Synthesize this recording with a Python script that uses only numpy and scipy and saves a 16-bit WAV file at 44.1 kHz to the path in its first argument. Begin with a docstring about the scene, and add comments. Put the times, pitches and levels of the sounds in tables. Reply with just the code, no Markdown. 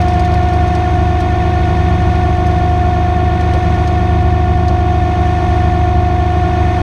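"""A hydraulic winch whines as it hauls a stuck pickup over sand, with the towing truck's engine at a fast idle.
The engine burbles and drives a pump; the pump turns the winch motor, whose lobes whine and rasp on each turn.
The whine grows louder whenever the speed sags. Oil and air hiss, exhaust gas rumbles and a low drone wavers.
The loaded cable ticks, ever more rarely, as it settles on the drum, and a few dull knocks come from the drum."""
import sys
import numpy as np
from scipy import signal
from scipy.fft import rfft, irfft, next_fast_len
from scipy.io import wavfile
from scipy.ndimage import map_coordinates

SR = 44100
rng = np.random.default_rng(int(sys.argv[2]) if len(sys.argv) > 2 else 0)


def master_out(mix):
    """Clip the mix to full scale and print it as 16-bit PCM to the path in sys.argv[1]."""
    frames = np.transpose(np.atleast_2d(mix))
    ceiling = np.clip(frames, -1, 1)
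    pcm = np.round(ceiling * 32767).astype(np.int16)
    wavfile.write(sys.argv[1], SR, pcm)


N = 300753
LOBE_PULSES_PER_TURN = 42
TURNS_PER_REV = .3341  # turns of the winch motor per engine revolution


def amp(db):
    """Turn decibels into a gain."""
    return 10 ** (np.asarray(db) / 20)


def unit(x):
    """Scale to an rms of 1."""
    return x / np.sqrt(np.mean(x ** 2) + 1e-20)


def along(points, hz):
    """Read (frequency, value) points on a logarithmic frequency axis."""
    f, v = np.transpose(points)
    return np.interp(np.log(hz + 1), np.log(f + 1), v)


def curve(rows):
    """Join (time, value) points by straight lines, one value per sample."""
    times, values = np.transpose(rows)
    return np.interp(np.arange(N) / SR, times, values)


def swell(rows):
    """A gain that follows a level curve in dB about its own mean."""
    db = curve(rows)
    return amp(db - db.mean())


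def wobble(rate):
    """A smooth random curve with this many random knots a second."""
    knots = rng.standard_normal(int(N * rate / SR) + 4)
    return map_coordinates(knots, [np.arange(N) * rate / SR])


def ripples(hz, spacing_hz, knots):
    """A smooth random curve over frequency, with a knot every spacing_hz."""
    return map_coordinates(knots, [hz / spacing_hz], mode="mirror")


def filtered(x, gain):
    """Give x a gain that depends on frequency; zero padding leaves room for the filter to ring."""
    size = next_fast_len(len(x) + 8192)
    spectrum = rfft(x, size) * gain(np.fft.rfftfreq(size, 1 / SR))
    return irfft(spectrum, size)[:len(x)]


def noise(density_db):
    """Noise whose level per Hz is a function of frequency."""
    return filtered(rng.standard_normal(N), lambda hz: amp(density_db(hz)) * np.sqrt(SR / 2))


def cyclic(turn, orders, dispersion=None, size=16384):
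    """A wave that repeats once a turn, from (multiple, dB rms) rows; a dispersive pipe delays the higher ones."""
    k, db = np.transpose(orders)
    if dispersion is None:
        phase = 2 * np.pi * rng.random(len(k))
    else:
        phase = -dispersion * k ** 2
    lines = np.zeros(size // 2 + 1, complex)
    lines[np.round(k).astype(int)] = amp(db) * np.exp(1j * phase)
    one_turn = irfft(lines) * size / np.sqrt(2)
    return np.interp(turn * size, np.arange(size), one_turn, period=size)


# Pitch of the whine, which tells the engine speed: (time [s], pitch [Hz])
SPEED = [(0.0, 719.6), (0.15, 718.7), (0.4, 721.0), (0.6, 720.9), (1.8, 725.6), (2.45, 723.3),
         (2.75, 719.6), (3.02, 720.7), (3.45, 724.5), (4.3, 724.7), (4.8, 722.6), (5.5, 722.5),
         (5.95, 721.1), (6.82, 723.7)]


def whine_pitch():
    """The engine drives the winch through the pump, so the pitch of the whine follows the engine speed."""
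    return curve(SPEED)


# Clean lines of the winch motor: (multiple of the shaft turn, level [dB])
MOTOR_LINES = [(7, -32), (36, -34.0), (40, -45), (42, -26.4), (48, -43.2), (77, -45), (78, -30.1),
               (79, -46), (80, -46), (81, -40.5), (82, -34.9), (83, -38.2), (85, -43.5), (86, -44.9),
               (90, -36.3), (92, -46), (102, -45.3), (108, -43.9), (112, -48.4), (113, -45.0), (114, -45.2),
               (126, -36), (128, -43.9), (132, -39.5), (138, -48.4), (162, -45), (205, -46)]
# How the shaft hurries and lags within a turn: (multiple of the turn, relative level [dB])
SWAY = [(1, 0), (2, -8), (6, -20)]


def whine(turn, whine_hz, usual_db=-20, fall_db_per_hz=.7):
    """Six lobes in seven pockets give 42 pressure pulses a turn; their octave rings out, flanked by sidebands."""
    shaft = turn + .00013 * wobble(45)
    octave = np.sqrt(2) * np.sin(2 * np.pi * 2 * LOBE_PULSES_PER_TURN * shaft)
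    # a lower pitch than usual means a louder whine
    level_db = usual_db - fall_db_per_hz * (whine_hz - whine_hz.mean())
    # the sidebands swell and sink within each turn
    beads = unit(amp(1.5 * unit(cyclic(turn, SWAY)) + .8 * wobble(20)))
    sidebands = beads * cyclic(shaft, MOTOR_LINES)
    return octave * amp(level_db + 0.12 * wobble(40)) + sidebands


# Fluttering overtones: (multiple of the lobe pulse rate, level before the shared swell [dB])
OVERTONES = [(4, -38.8), (5, -37.2), (6, -42.2), (7, -44.9), (8, -48.5), (9, -49.0), (10, -49.6),
             (11, -57.4), (12, -54.8), (13, -57.4)]
# Beating of the overtones: (multiple of the turn, relative level [dB])
THROB = [(1, -6), (2, 0), (3, -7), (5, -6), (6, 0), (7, -6), (8, -8)]


def overtones(turn, sway_rad=0.37, jitter_rad=0.033, beat_depth=.52, flicker=.2):
    """The shaft turns unevenly, so the higher overtones warble and beat in a pattern that slowly shifts."""
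    lobe_phase = 2 * np.pi * LOBE_PULSES_PER_TURN * turn
    out = np.zeros(N)
    for k, db in OVERTONES:
        lag = sway_rad * unit(cyclic(turn, SWAY)) + jitter_rad * wobble(70)
        throb = unit(cyclic(turn + .03 * wobble(0.99), THROB))
        beat = 1 + beat_depth * throb + flicker * wobble(40)
        out += amp(db) * unit(beat * np.sin(round(k) * (lobe_phase + lag)))
    return out


# Tone colour of the rubbing: (frequency [Hz], level per Hz before the trim [dB])
RASP = [(400, -67.5), (600, -77), (850, -75), (1000, -62), (1250, -70.5), (1550, -75), (1800, -69.5),
        (2100, -67.5), (2500, -67), (2750, -88.5), (3400, -72.5), (4500, -86), (6300, -94.5),
        (7200, -100.7)]
# Uneven pressure round the shaft: (multiple of the turn, relative level [dB])
UNEVEN = [(1, -9), (2, 0), (3, -8), (5, -5), (6, 0), (7, -5), (8, -4), (12, -4)]


def rasp(turn, trim_db=-1, flutter_db=1.2):
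    """The same rough spots rub on every turn, harder where the pressure is high."""
    turn_hz = turn[-1] * SR / N
    k = np.arange(LOBE_PULSES_PER_TURN, 1000)
    # each line carries the noise power of a band one turn rate wide
    line_db = along(RASP, k * turn_hz) + 10 * np.log10(turn_hz)
    rub = cyclic(turn, np.column_stack([k, line_db]))
    pressure = unit(amp(flutter_db * unit(cyclic(turn, UNEVEN)) + 0.41 * wobble(14)))
    return amp(trim_db) * rub * pressure


# Tone colour of oil flow and fan air: (frequency [Hz], level per Hz before ripple and low cut [dB])
HISS = [(600, -60), (700, -55), (800, -62), (1200, -67.5), (2400, -72), (2800, -74.5), (3700, -78.5),
        (5000, -84), (6400, -82), (7200, -94.5), (8700, -92), (11500, -104.9), (13400, -108.0),
        (14800, -116.0)]


def hiss(turn, pulse_db=0.64, ripple_db=2, low_hz=520):
    """Oil and air rush through many small resonances of the metal and pulse with the shaft."""
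    knots = rng.standard_normal(SR // 100)

    def density_db(hz):
        low_cut_db = 10 * np.log10(1 + (low_hz / (hz + 1)) ** 6)
        return along(HISS, hz) + ripple_db * ripples(hz, 70, knots) - low_cut_db

    pulse = unit(amp(pulse_db * unit(cyclic(turn, UNEVEN)) + 0.74 * wobble(2.4)))
    return noise(density_db) * pulse


# Rise and fall of the rushing sound, heard only as changes about the mean: (time [s], level [dB])
RUSH = [(0.1, -30), (1.07, -31), (1.66, -29.5), (2.76, -32), (3.57, -30), (4.64, -33), (5.54, -30.5),
        (5.98, -32.5), (6.7, -30)]


def rush_swell():
    """The overtones, rasp and hiss grow and fade together."""
    return swell(RUSH)


# Exhaust notes: (multiple of the two-revolution firing cycle, level before the trim [dB])
EXHAUST = [(2, -37.5), (3, -38.7), (4, -28.8), (5, -26.0), (6, -15.2), (7, -35.0), (8, -18.0), (9, -38.8),
           (10, -31.1), (11, -30.9), (12, -31.6), (13, -37.2), (14, -31.7), (15, -40.4), (16, -36.5),
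           (17, -35.9), (18, -37.4), (19, -45.1), (20, -44.4), (21, -42.6), (22, -38.3), (23, -44),
           (24, -42.5), (25, -45)]


def exhaust(rev, trim_db=-.5, unsteady_db=0.7):
    """Firing pulses repeat every two revolutions and smear in the pipe."""
    firing = cyclic(rev / 2, EXHAUST, dispersion=.54)
    return firing * amp(trim_db + surges() + unsteady_db * wobble(15))


# Tone colour of the turbulent exhaust gas: (frequency [Hz], level per Hz before the trim [dB])
RUMBLE = [(15, -56.5), (30, -51), (70, -43.5), (110, -54), (165, -45.5), (210, -53), (270, -54.5),
          (400, -61.5), (500, -59.5), (800, -79), (1500, -110)]


def gas_rumble(rev, puff_db=2.0, trim_db=-1):
    """Turbulent exhaust gas rumbles in puffs, one each engine revolution."""
    puffs = unit(amp(puff_db * np.sin(2 * np.pi * rev) + 0.35 * wobble(3.2)))
    return amp(trim_db) * noise(lambda hz: along(RUMBLE, hz)) * puffs


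def drone(rev, level_db=-29.5, waver_db=3, per_rev=6.6, drift=.12):
    """A low drone wavers above the strongest firing notes, perhaps the engine fan; drift is in cycles."""
    tone = np.sin(2 * np.pi * (per_rev * rev + drift * wobble(9)))
    return amp(level_db) * unit(amp(waver_db * wobble(6)) * tone)


# Rise and fall of the gas rumble, heard only as changes about the mean: (time [s], level [dB])
GAS = [(0.0, -21.5), (1.0, -24.0), (1.8, -20.0), (2.95, -23.5), (3.35, -20.5), (4.9, -26.5), (5.3, -24),
       (5.95, -26), (6.82, -22)]


def gas_swell():
    """The gas rumble and the drone grow and fade together."""
    return swell(GAS)


def pump(rev, hum_db=-28.0, per_rev=12.907):
    """The belt-driven pump hums at a fixed multiple of the engine speed."""
    hum = np.sqrt(2) * np.sin(2 * np.pi * per_rev * rev)
    return amp(hum_db + 0.87 * wobble(4)) * hum


def faint_ticks(bright_db, count=16, first_per_s=10, settle_s=.7, level_db=-32, spread_db=1):
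    """Faint ticks thin out as the cable settles: their rate falls to 1/e in settle_s; levels precede the trim."""
    share = (np.arange(count) + rng.random(count)) / (first_per_s * settle_s)
    levels = level_db + spread_db * rng.standard_normal(count)
    last_share = 1 - np.exp(-N / SR / settle_s)
    return [(-settle_s * np.log(1 - u), db, bright_db) for u, db in zip(share, levels) if u < last_share]


# Loud cable ticks: (time [s], level before the trim [dB], top octave against the whole [dB])
TICKS = [(0.0144, -28, -24), (0.0837, -25, -30), (0.195, -23, -27), (0.2478, -27, -28), (0.3401, -26, -27),
         (0.4299, -32, -28), (0.5342, -31, -24), (0.6764, -30, -27), (0.7507, -25, -35), (1.2052, -27, -26),
         (2.153, -30, -34), (2.4674, -31, -22), (3.4087, -28, -31), (3.5359, -26, -34), (3.8746, -25, -34),
         (4.6818, -24, -33)]
# Tone colour of a tick: (frequency [Hz], relative level [dB])
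TICK_COLOUR = [(500, -12.5), (2000, -1), (4200, 6), (6200, 1), (7300, -10.5), (8800, -6.5), (11000, -21),
               (14500, -19)]


def cable_ticks(trim_db=-5, t60=0.055):
    """Wraps of cable snap into place, each with its own ring that falls by 60 dB in t60 seconds."""
    out, t = np.zeros(N + SR), np.arange(SR // 4) / SR
    usual_db = np.mean([row[2] for row in TICKS])
    for s, db, bright_db in list(TICKS) + faint_ticks(usual_db):
        knots = rng.standard_normal(64)
        # brighter or duller than usual towards the top
        tilt = [(6000, 0.002), (12000, bright_db - usual_db)]

        def colour(hz):
            return amp(along(TICK_COLOUR, hz) + along(tilt, hz) + 2.5 * ripples(hz, 450, knots))

        snap = unit(filtered(rng.standard_normal(len(t)), colour))
        out[round(s * SR):][:len(t)] += amp(db + trim_db - 60 * t / t60) * snap
    return out[:N]


# Dull knocks of the drum: (time [s], level before the fade [dB])
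KNOCKS = [(.335, -27), (3.53, -19.5), (4.686, -24.5)]


def drum_knocks(knock_hz=545, width_hz=95, t60=0.17, rise_s=.004):
    """The biggest shifts of the cable knock the drum, which rings dully round one pitch."""
    out, t = np.zeros(N + SR), np.arange(SR // 4) / SR
    for s, db in KNOCKS:
        hit = rng.standard_normal(len(t))
        ring = unit(filtered(hit, lambda hz: 1 / (1 + ((hz - knock_hz) / width_hz) ** 2)))
        out[round(s * SR):][:len(t)] += amp(db - 60 * t / t60) * (1 - np.exp(-t / rise_s)) * ring
    return out[:N]


# Moments of harder throbbing: (time of mid-rise [s], length to mid-fall [s], boost [dB])
SURGES = [(1.9, 0.21, 2.5), (3.95, 0.79, 1), (5.502, .5, 1)]


def surges(ramp_s=.2):
    """The exhaust throbs harder for a moment: its boost in dB rises, holds and falls back."""
    t = np.arange(N) / SR
    boost = np.zeros(N)
    for s, length, db in SURGES:
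        inside = np.minimum(t - s, s + length - t)
        boost += db * np.clip(inside / ramp_s + .5, 0, 1)
    return boost


def scene():
    """The engine speed sets the pace of the pump and of the winch, and the strength of the whine."""
    whine_hz = whine_pitch()
    turn = np.cumsum(whine_hz) / SR / (2 * LOBE_PULSES_PER_TURN)
    rev = turn / TURNS_PER_REV
    winch = whine(turn, whine_hz) + rush_swell() * (overtones(turn) + rasp(turn) + hiss(turn))
    truck = exhaust(rev) + gas_swell() * (gas_rumble(rev) + drone(rev)) + pump(rev)
    return (truck + winch + cable_ticks() + drum_knocks())[None]


def record(dry, ceiling=.93, top_hz=15000):
    """The highest peaks are rounded off, the ends eased, and nothing is kept above top_hz."""
    held = dry[0] / (1 + np.abs(dry[0] / ceiling) ** 10) ** (1 / 10)
    ease = signal.windows.tukey(N, .001)
    return filtered(held * ease, lambda hz: hz < top_hz)[None]


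dry = scene()
out = record(dry)
master_out(out)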